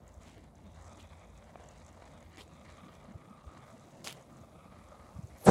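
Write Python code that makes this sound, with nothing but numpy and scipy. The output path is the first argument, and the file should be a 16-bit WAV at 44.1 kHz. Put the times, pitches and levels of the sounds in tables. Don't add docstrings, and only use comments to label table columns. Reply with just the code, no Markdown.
import sys
import numpy as np
from scipy import signal
from scipy.io import wavfile

SR = 44100
rng = np.random.default_rng(int(sys.argv[2]) if len(sys.argv) > 2 else 0)


def generate_wav(signal):
    frames = np.transpose(np.atleast_2d(signal))
    scaled = np.clip(frames, -1, 1) * 32767
    pcm = np.round(scaled).astype(np.int16)
    wavfile.write(sys.argv[1], SR, pcm)


N = 242550


def from_db(db):
    return 10 ** (np.asarray(db) / 20)


def rms_one(x):
    return x / np.sqrt(np.mean(x ** 2) + 1e-20)


def in_time(rows, outside=None):
    s, *columns = np.transpose(rows)
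    t = np.arange(N) / SR
    return [np.interp(t, s, column, outside, outside) for column in columns]


def drift(rate_hz):
    r = np.exp(-2 * np.pi * rate_hz * 40 / SR)
    noise = rng.standard_normal(N // 40 + 2002)
    slow = signal.lfilter([1], [1, -2 * r, r * r], noise)[2000:]
    return np.interp(np.arange(N) / 40, np.arange(len(slow)), rms_one(slow))


def butter(x, hz, kind, order=2):
    return signal.sosfilt(signal.butter(order, hz, kind, fs=SR, output="sos"), x)


def resonate(x, peaks):
    out = 0
    for k, (hz, width, db) in enumerate(peaks):
        r = np.exp(-np.pi * width / SR)
        zeros = [(1 - r * r) / 2, 0, (r * r - 1) / 2]
        poles = [1, -2 * r * np.cos(2 * np.pi * hz / SR), r * r]
        out = out + (-1) ** k * from_db(db) * signal.lfilter(zeros, poles, x)
    return out


def ring(clicks, hz, t60):
    r = from_db(-60 / (t60 * SR))
    w = 2 * np.pi * hz / SR
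    return signal.lfilter([0, np.sin(w)], [1, -2 * r * np.cos(w), r * r], clicks + 1e-18)


def clicks_at(events):
    out = np.zeros(N)
    for s, db, *_ in events:
        out[round(s * SR)] = from_db(db)
    return out


def grains(per_s, spread_db):
    excess = np.minimum(rng.exponential(1, N), 5)
    sizes = from_db(spread_db * excess) * rng.choice([-1, 1], N)
    return rms_one(sizes * (rng.random(N) < per_s / SR))


def puffs(clicks, t60):
    envelope = signal.lfilter([1], [1, -from_db(-60 / (t60 * SR))], clicks + 1e-18)
    return envelope * rng.standard_normal(N)


def banded(sources, spectrum, patchy_db):
    out, together = 0, drift(4.0)
    edges = 22 * 2 ** np.arange(0, 10, .5)
    hz, db = np.transpose(spectrum)
    for k, (low, high) in enumerate(zip(edges, edges[1:])):
        level_db = np.interp(np.log(low * high) / 2, np.log(hz), db)
        flicker_db = patchy_db * (0.21 * together + drift(10.2))
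        band = butter(sources[k % 2], [low, high], "band")
        out = out + from_db(level_db + flicker_db) * band
    return rms_one(out)


# t/s, drone level/dB before +3 dB, traffic and wind level/dB before +1 dB, hiss level/dB
STREET_DB = [(0.0, -57.5, -59, -85), (0.35, -63, -60, -80), (0.53, -62, -60.5, -82),
             (0.7, -57.5, -59, -81.5), (1.2, -61, -60.5, -80), (2.8, -64, -58, -77.5),
             (3.45, -73, -57, -82), (3.75, -89, -56.5, -77.5), (4.1, -79, -55.5, -80),
             (4.3, -66.5, -57.5, -77.5), (5.45, -62.5, -58.5, -72)]
# f/Hz, width/Hz, level/dB per pass
DRONE = [(54.2, 9.2, 6), (86.5, 15.6, 6.5)]
# f/Hz, level/dB per Hz
TRAFFIC = [(30, -13), (60, -9.5), (130, -0.5), (240, -3.5), (400, -13.5), (700, -11), (1500, -42.5),
           (3000, -47)]
# f/Hz, level/dB per Hz
AIR = [(880, -37), (1500, -29), (2730, -5), (3050, -22), (6070, -7.5), (8080, -36), (8910, -8.5),
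       (15800, -51)]


def street():
    drone_db, traffic_db, air_db = in_time(STREET_DB)
    drone = rms_one(resonate(resonate(rng.standard_normal(N), DRONE), DRONE))
    traffic = banded(rng.standard_normal((2, N)), TRAFFIC, patchy_db=3.5)
    air = banded(rng.standard_normal((2, N)), AIR, patchy_db=.8)
    return from_db(drone_db + 3.0) * drone + from_db(traffic_db + 1.0) * traffic + from_db(air_db) * air


# t/s, peak level/dB, f/Hz
THUMPS = [(0.167, -42.5, 67.3), (2.248, -50, 59), (3.149, -37.5, 94), (3.465, -39.5, 71.4),
          (4.41, -45, 116), (5.16, -40.5, 82), (5.189, -34, 153), (5.236, -35, 101), (5.334, -44.5, 76.6)]


def thumps():
    out = np.zeros(N)
    for s, db, hz in THUMPS:
        t = np.arange(round(2.88 / hz * SR)) / SR
        start = round((s - .7 / hz) * SR)
        pulse = np.hanning(len(t)) * np.sin(2 * np.pi * hz * t)
        out[start:][:len(t)] += from_db(db) * pulse
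    return out


# t/s, length/s, first f/Hz, last f/Hz, amplitude level/dB before the flutter
SQUEAKS = [(1.03, .13, 11300, 10350, -86), (1.16, .06, 10350, 10350, -87), (3.2, .2, 8850, 8750, -85),
           (3.405, .09, 9100, 8500, -81), (4.39, .17, 12600, 11000, -88), (4.56, .19, 11000, 10700, -88)]
SQUEAK_EDGE_S = 0.0072


def squeaks():
    out, t = 0, np.arange(N) / SR
    flutter = from_db(3.5 * drift(30.0))
    waver_hz = 100 * drift(120.0)
    for s, length, from_hz, to_hz, db in SQUEAKS:
        hz, = in_time([(s, from_hz), (s + length, to_hz)])
        gate = np.clip(np.minimum(t - s, s + length - t) / SQUEAK_EDGE_S, 0, 1)
        tone = np.sin(2 * np.pi * np.cumsum(hz + waver_hz) / SR)
        out = out + gate * from_db(db) * flutter * tone
    return out


# t/s, hiss level/dB, whistle f/Hz, whistle level/dB before its sine carrier, rumble level/dB
BRUSH = [(5.37, -79, 12340, -72, -87), (5.44, -64, 11300, -54, -52), (5.457, -55, 9330, -35.5, -45.5),
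         (5.467, -39.5, 8440, -46, -25), (5.485, -37, 8500, -73, -15.5), (5.51, -39, 8600, -52, -28)]
# t/s, impulse level/dB before filter and modes
BUMPS = [(5.4645, -28), (5.4715, -14), (5.4765, -15), (5.4815, -9), (5.4862, -3.5), (5.4925, -12)]
# f/Hz, level/dB before -1 dB, t60/s
CASE = [(50.6, -3, 0.94), (218, -6, 0.033), (346, -2, 0.02), (494, -1.5, 0.024), (703, -1.5, 0.03),
        (820, -4, 0.018), (1590, -1.5, 0.026)]


def handling():
    hiss_db, whistle_hz, whistle_db, rumble_db = in_time(BRUSH, outside=-200)
    hiss = butter(rng.standard_normal(N), [2500, 10000], "band")
    hiss = rms_one(butter(hiss, 9200, "low", order=4))
    carrier = np.sin(2 * np.pi * np.cumsum(whistle_hz) / SR)
    whistle = rms_one(butter(rng.standard_normal(N), 1500, "low")) * carrier
    rumble = butter(rng.standard_normal(N), 840, "low", order=3)
    rumble = rms_one(butter(rumble, 188, "high"))
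    blows = butter(clicks_at(BUMPS), [70, 550], "band")
    case = from_db(-1.0) * sum(from_db(db) * ring(blows, hz, t60) for hz, db, t60 in CASE)
    return from_db(hiss_db) * hiss + from_db(whistle_db) * whistle + from_db(rumble_db) * rumble + case


# t/s, burst level/dB before its band filter, f/Hz
SNAPS = [(0.38, -55, 11000), (2.3722, -37, 3500), (2.4345, -50, 7000), (4.0443, -30, 4900),
         (4.0485, -35, 5200), (4.052, -37, 4800), (4.0572, -36, 5000), (4.0625, -37, 4500),
         (4.0710, -31, 3500), (4.0735, -19, 3300), (4.078, -30, 5000), (4.082, -26, 4400),
         (4.0955, -33, 3300), (4.101, -35, 2600), (4.111, -34, 2500), (4.1205, -38, 2500),
         (4.126, -32, 3000), (4.1265, -35, 9000)]
SPLINTER_T60_S = .012


def snaps():
    out, t = np.zeros(N), np.arange(round(.02 * SR)) / SR
    noises = rng.standard_normal((len(SNAPS), len(t)))
    for (s, db, hz), noise in zip(SNAPS, noises):
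        burst = noise * from_db(-10 - 60 * t / SPLINTER_T60_S)
        burst[0] = -2.5
        band = [hz / 2.8, min(hz * 1.73, 16000)]
        out[round(s * SR):][:len(t)] += from_db(db) * butter(burst, band, "band")
    return out


# t/s, swell/s, fade/s, start below top/dB (scaled for each part),
# body level/dB, rasp level/dB, sizzle level/dB, first rasp f/Hz, last rasp f/Hz
CRUNCH = [(0.2, 0.1, 0.064, 7, -64, -65, -72, 2200, 2700),
          (0.975, 0.023, 0.037, 13, -62, -56.5, -67, 3000, 3000),
          (2.372, 0.038, .03, 4, -54.5, -53.5, -61, 2100, 3500),
          (4.035, 0.039, 0.056, 9, -47, -44, -46, 4900, 3000)]
# f/Hz, level/dB per Hz
GRIT = [(150, -20), (250, 7), (475, 10), (684, 0), (1020, 15), (1630, -17.5), (3260, -10.5), (7230, -18.5),
        (8450, -13), (13700, -29), (15800, -22)]
SET_DOWN_S, TAIL_DB_PER_S = 0.0096, 144
HELD_SHARE = .6
RASP_WIDTH_SHARE = 0.42


def crunch():
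    cracks = [grains(7000, spread_db=3.0) * from_db(1.8 * drift(80.0)) for _ in range(2)]
    grit = banded(cracks, GRIT, patchy_db=1.2)
    body = butter(grit, 1080, "low", order=4)
    sizzle = butter(grit, 4000, "high")
    rough = rms_one(butter(cracks[0], [1500, 6000], "band"))
    out = snaps()
    for s, swell, fade, swell_db, body_db, rasp_db, sizzle_db, from_hz, to_hz in CRUNCH:
        top, end = s + swell, s + swell + fade
        moved, = in_time([(s + HELD_SHARE * swell, 0), (top, 1)])
        first, last = [rms_one(resonate(rough, [(hz, RASP_WIDTH_SHARE * hz, 0)])) for hz in (from_hz, to_hz)]
        rasp = np.sqrt(1 - moved) * first + np.sqrt(moved) * last
        # part, level/dB, share of the swell in dB, fade/dB
        parts = [(body, body_db, 0.8, 17), (-rasp, rasp_db, 1.0, 17), (sizzle, sizzle_db, 0.5, 13)]
        for part, db, share, fades_db in parts:
            under_db = share * swell_db
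            held_until = s + SET_DOWN_S + HELD_SHARE * (swell - SET_DOWN_S)
            shape_db, = in_time([(s, -40), (s + SET_DOWN_S, -under_db), (held_until, -under_db),
                                 (top, 0), (end, -fades_db), (end + SET_DOWN_S, -fades_db - 7.5),
                                 (end + .3, -fades_db - 6 - .3 * TAIL_DB_PER_S)], outside=-200)
            out += from_db(db + shape_db) * rms_one(part)
    return out


# t/s, jolt level/dB before colour, modes and gain
TICKS = [(0.0777, -48), (0.14, -49.5), (0.2318, -47), (0.405, -60), (0.4393, -55), (0.553, -52),
         (0.581, -57), (0.6656, -54), (0.7182, -58), (0.7446, -55), (0.788, -58), (0.822, -62),
         (0.8519, -52), (0.93, -49.5), (0.9716, -48), (1.026, -51), (1.0715, -52), (1.194, -48),
         (1.2365, -55), (1.3006, -56), (1.3425, -64), (1.3753, -47.5), (1.4523, -57), (1.4837, -67),
         (1.6017, -48), (1.6363, -48.5), (1.6863, -43), (1.7226, -62), (1.767, -57), (1.8466, -48),
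         (1.8632, -45.5), (1.8895, -50), (1.927, -52), (2.005, -64), (2.0544, -52), (2.1407, -59),
         (2.1851, -61), (2.2035, -52), (2.2262, -51), (2.3579, -49), (2.477, -50), (2.5346, -54),
         (2.606, -70), (2.6632, -57), (2.721, -50), (2.7601, -61), (2.7856, -56), (2.9502, -51),
         (3.1203, -56), (3.5154, -62), (3.5743, -59), (3.7075, -59), (3.7953, -55), (3.8062, -53),
         (3.8536, -57), (3.9125, -56), (4.2232, -52), (4.351, -55), (4.368, -53), (4.8394, -57),
         (4.8846, -50), (5.1507, -53), (5.2265, -57), (5.2704, -49)]
# f/Hz, width/Hz, level/dB per pass
TICK_MODES = [(6030, 750, -2.5), (6660, 700, -1), (7700, 870, -2), (9300, 3000, -7.5)]
SMALL_TICKS_PER_S = 110
SMALL_TICK_OVER_DB, SMALL_TICK_SPREAD_DB = 12, 3
TICK_COLOUR_DB = 4
TICK_RISE_S = 0.0014


def ticks(hiss_db):
    random_db = SMALL_TICK_OVER_DB + hiss_db + rng.normal(0, SMALL_TICK_SPREAD_DB, N)
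    random_ticks = (rng.random(N) < SMALL_TICKS_PER_S / SR) * from_db(random_db)
    rise = np.hanning(round(TICK_RISE_S * SR) + 3) / (TICK_RISE_S * SR / 2 + 1)
    out = 0
    for mode in TICK_MODES:
        colour = from_db(TICK_COLOUR_DB * rng.uniform(-1.7, 1, N))
        jolts = (clicks_at(TICKS) + random_ticks) * colour
        bursts = puffs(np.convolve(jolts, rise)[:N], t60=0.011)
        out = out + resonate(resonate(bursts, [mode]), [mode])
    return from_db(7.0) * out


def shifting(x, peaks):
    steep = [resonate(resonate(x, [peak]), [peak]) for peak in peaks]
    return rms_one(sum((-1) ** k * from_db(1.8 * drift(6.0)) * part for k, part in enumerate(steep)))


# t/s, wheel roar level/dB, wheel rasp level/dB, axle hiss level/dB before its high-pass
RIDE = [(0.0, -64.5, -74.5, -80.5), (0.14, -62.5, -75.5, -78.5), (0.27, -63.5, -66.5, -68.5),
        (0.43, -69.5, -72.5, -82.5), (0.53, -67.5, -80, -91), (0.6, -69, -73, -81), (0.7, -65, -70, -79),
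        (0.88, -58, -69.5, -68), (1.04, -61.5, -67.5, -76.5), (1.29, -64.5, -71.5, -77.5),
        (1.58, -58, -67.5, -75.5), (1.79, -61, -66, -70.5), (1.96, -59, -71, -74.5),
        (2.03, -56.5, -64, -72), (2.2, -61.5, -68.5, -79.5), (2.33, -66, -67, -79), (2.5, -66, -72.5, -81),
        (2.7, -60.5, -65, -72.5), (2.95, -60, -67, -78.5), (3.28, -62.5, -72.5, -80.5),
        (3.66, -59, -67.5, -75), (4.08, -64.5, -70.5, -72.5), (4.31, -63, -73.5, -80),
        (4.37, -60, -70, -74), (4.54, -61, -72.5, -84), (4.72, -63.5, -72, -82.5),
        (4.93, -57.5, -71, -78.5), (5.23, -63, -73.5, -76.5), (5.45, -63.5, -67.5, -73)]
# t/s, share 0-1
TAIL = [(0, 0.22), (2.15, 0.2), (2.95, 0.85), (3.65, 0.68), (4.07, 0.02), (4.55, 0.76), (5.45, 0.37)]
# f/Hz, width/Hz, level/dB per pass, relative
SIDE_ON = [(594, 395, -3.5), (993, 864, -9)]
# f/Hz, width/Hz, level/dB per pass, relative
TAIL_ON = [(561, 170, 5), (1040, 390, -0.5), (1213, 170, 9.5), (1485, 290, -6.5)]
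# f/Hz, width/Hz, relative level/dB
WHEELS = [(1996, 560, 5), (2500, 660, 4.5), (2708, 297, 3), (3380, 375, -2.5), (3844, 430, -2),
          (4950, 550, -13)]
# f/Hz, width/Hz, relative level/dB
AXLE = [(6000, 4700, 8), (7940, 5000, 7), (9860, 11000, -11.5)]
# t/s, impulse level/dB before filter and modes
KNOCKS = [(1.5568, -30.5), (1.5765, -43), (1.5985, -41), (2.022, -36), (2.308, -50), (2.3715, -43),
          (2.478, -47), (3.324, -46)]
# f/Hz, level/dB before -7.5 dB, t60/s
KNOCK_MODES = [(713, 2.5, 0.018), (1070, -0.5, 0.0082), (2300, -15, 0.02)]


def board():
    roar_db, rasp_db, hiss_db = in_time(RIDE)
    tail = np.clip(in_time(TAIL)[0], 0, 1)
    bumpy_db = .8 * drift(12.0) + 1.6 * drift(40.0)
    road = grains(5000, spread_db=3.5) * from_db(bumpy_db)

    side_on = shifting(road, SIDE_ON)
    tail_on = shifting(road, TAIL_ON)
    roar = from_db(roar_db) * (np.sqrt(1 - tail) * side_on + np.sqrt(tail) * tail_on)

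    wheels = sum((-1) ** k * from_db(1.6 * drift(5.0)) * resonate(road, [peak])
                 for k, peak in enumerate(WHEELS))
    rasp = from_db(rasp_db) * rms_one(butter(wheels, [1500, 5500], "band"))

    chatter = grains(1500, spread_db=3.0) * from_db(0.73 * bumpy_db + 2.0 * drift(71.0))
    axle = from_db(hiss_db) * rms_one(resonate(chatter, AXLE))
    axle += ticks(hiss_db)

    blows = butter(clicks_at(KNOCKS), 3400, "low")
    knocks = from_db(-7.5) * sum(from_db(db) * ring(blows, hz, t60) for hz, db, t60 in KNOCK_MODES)
    return roar + rasp + butter(axle, 3400, "high") + knocks


def scene():
    return (street() + thumps() + squeaks() + handling() + crunch() + board())[None]


MIC_LOW_CUT_HZ, CUTOFF_HZ = 34, 15800


def record(dry):
    rounded = .8 * np.tanh(butter(dry, MIC_LOW_CUT_HZ, "high") / .8)
    top_cut = signal.ellip(12, .5, 70, CUTOFF_HZ, fs=SR, output="sos")
    return signal.sosfilt(top_cut, rounded)


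dry = scene()
out = record(dry)
generate_wav(out)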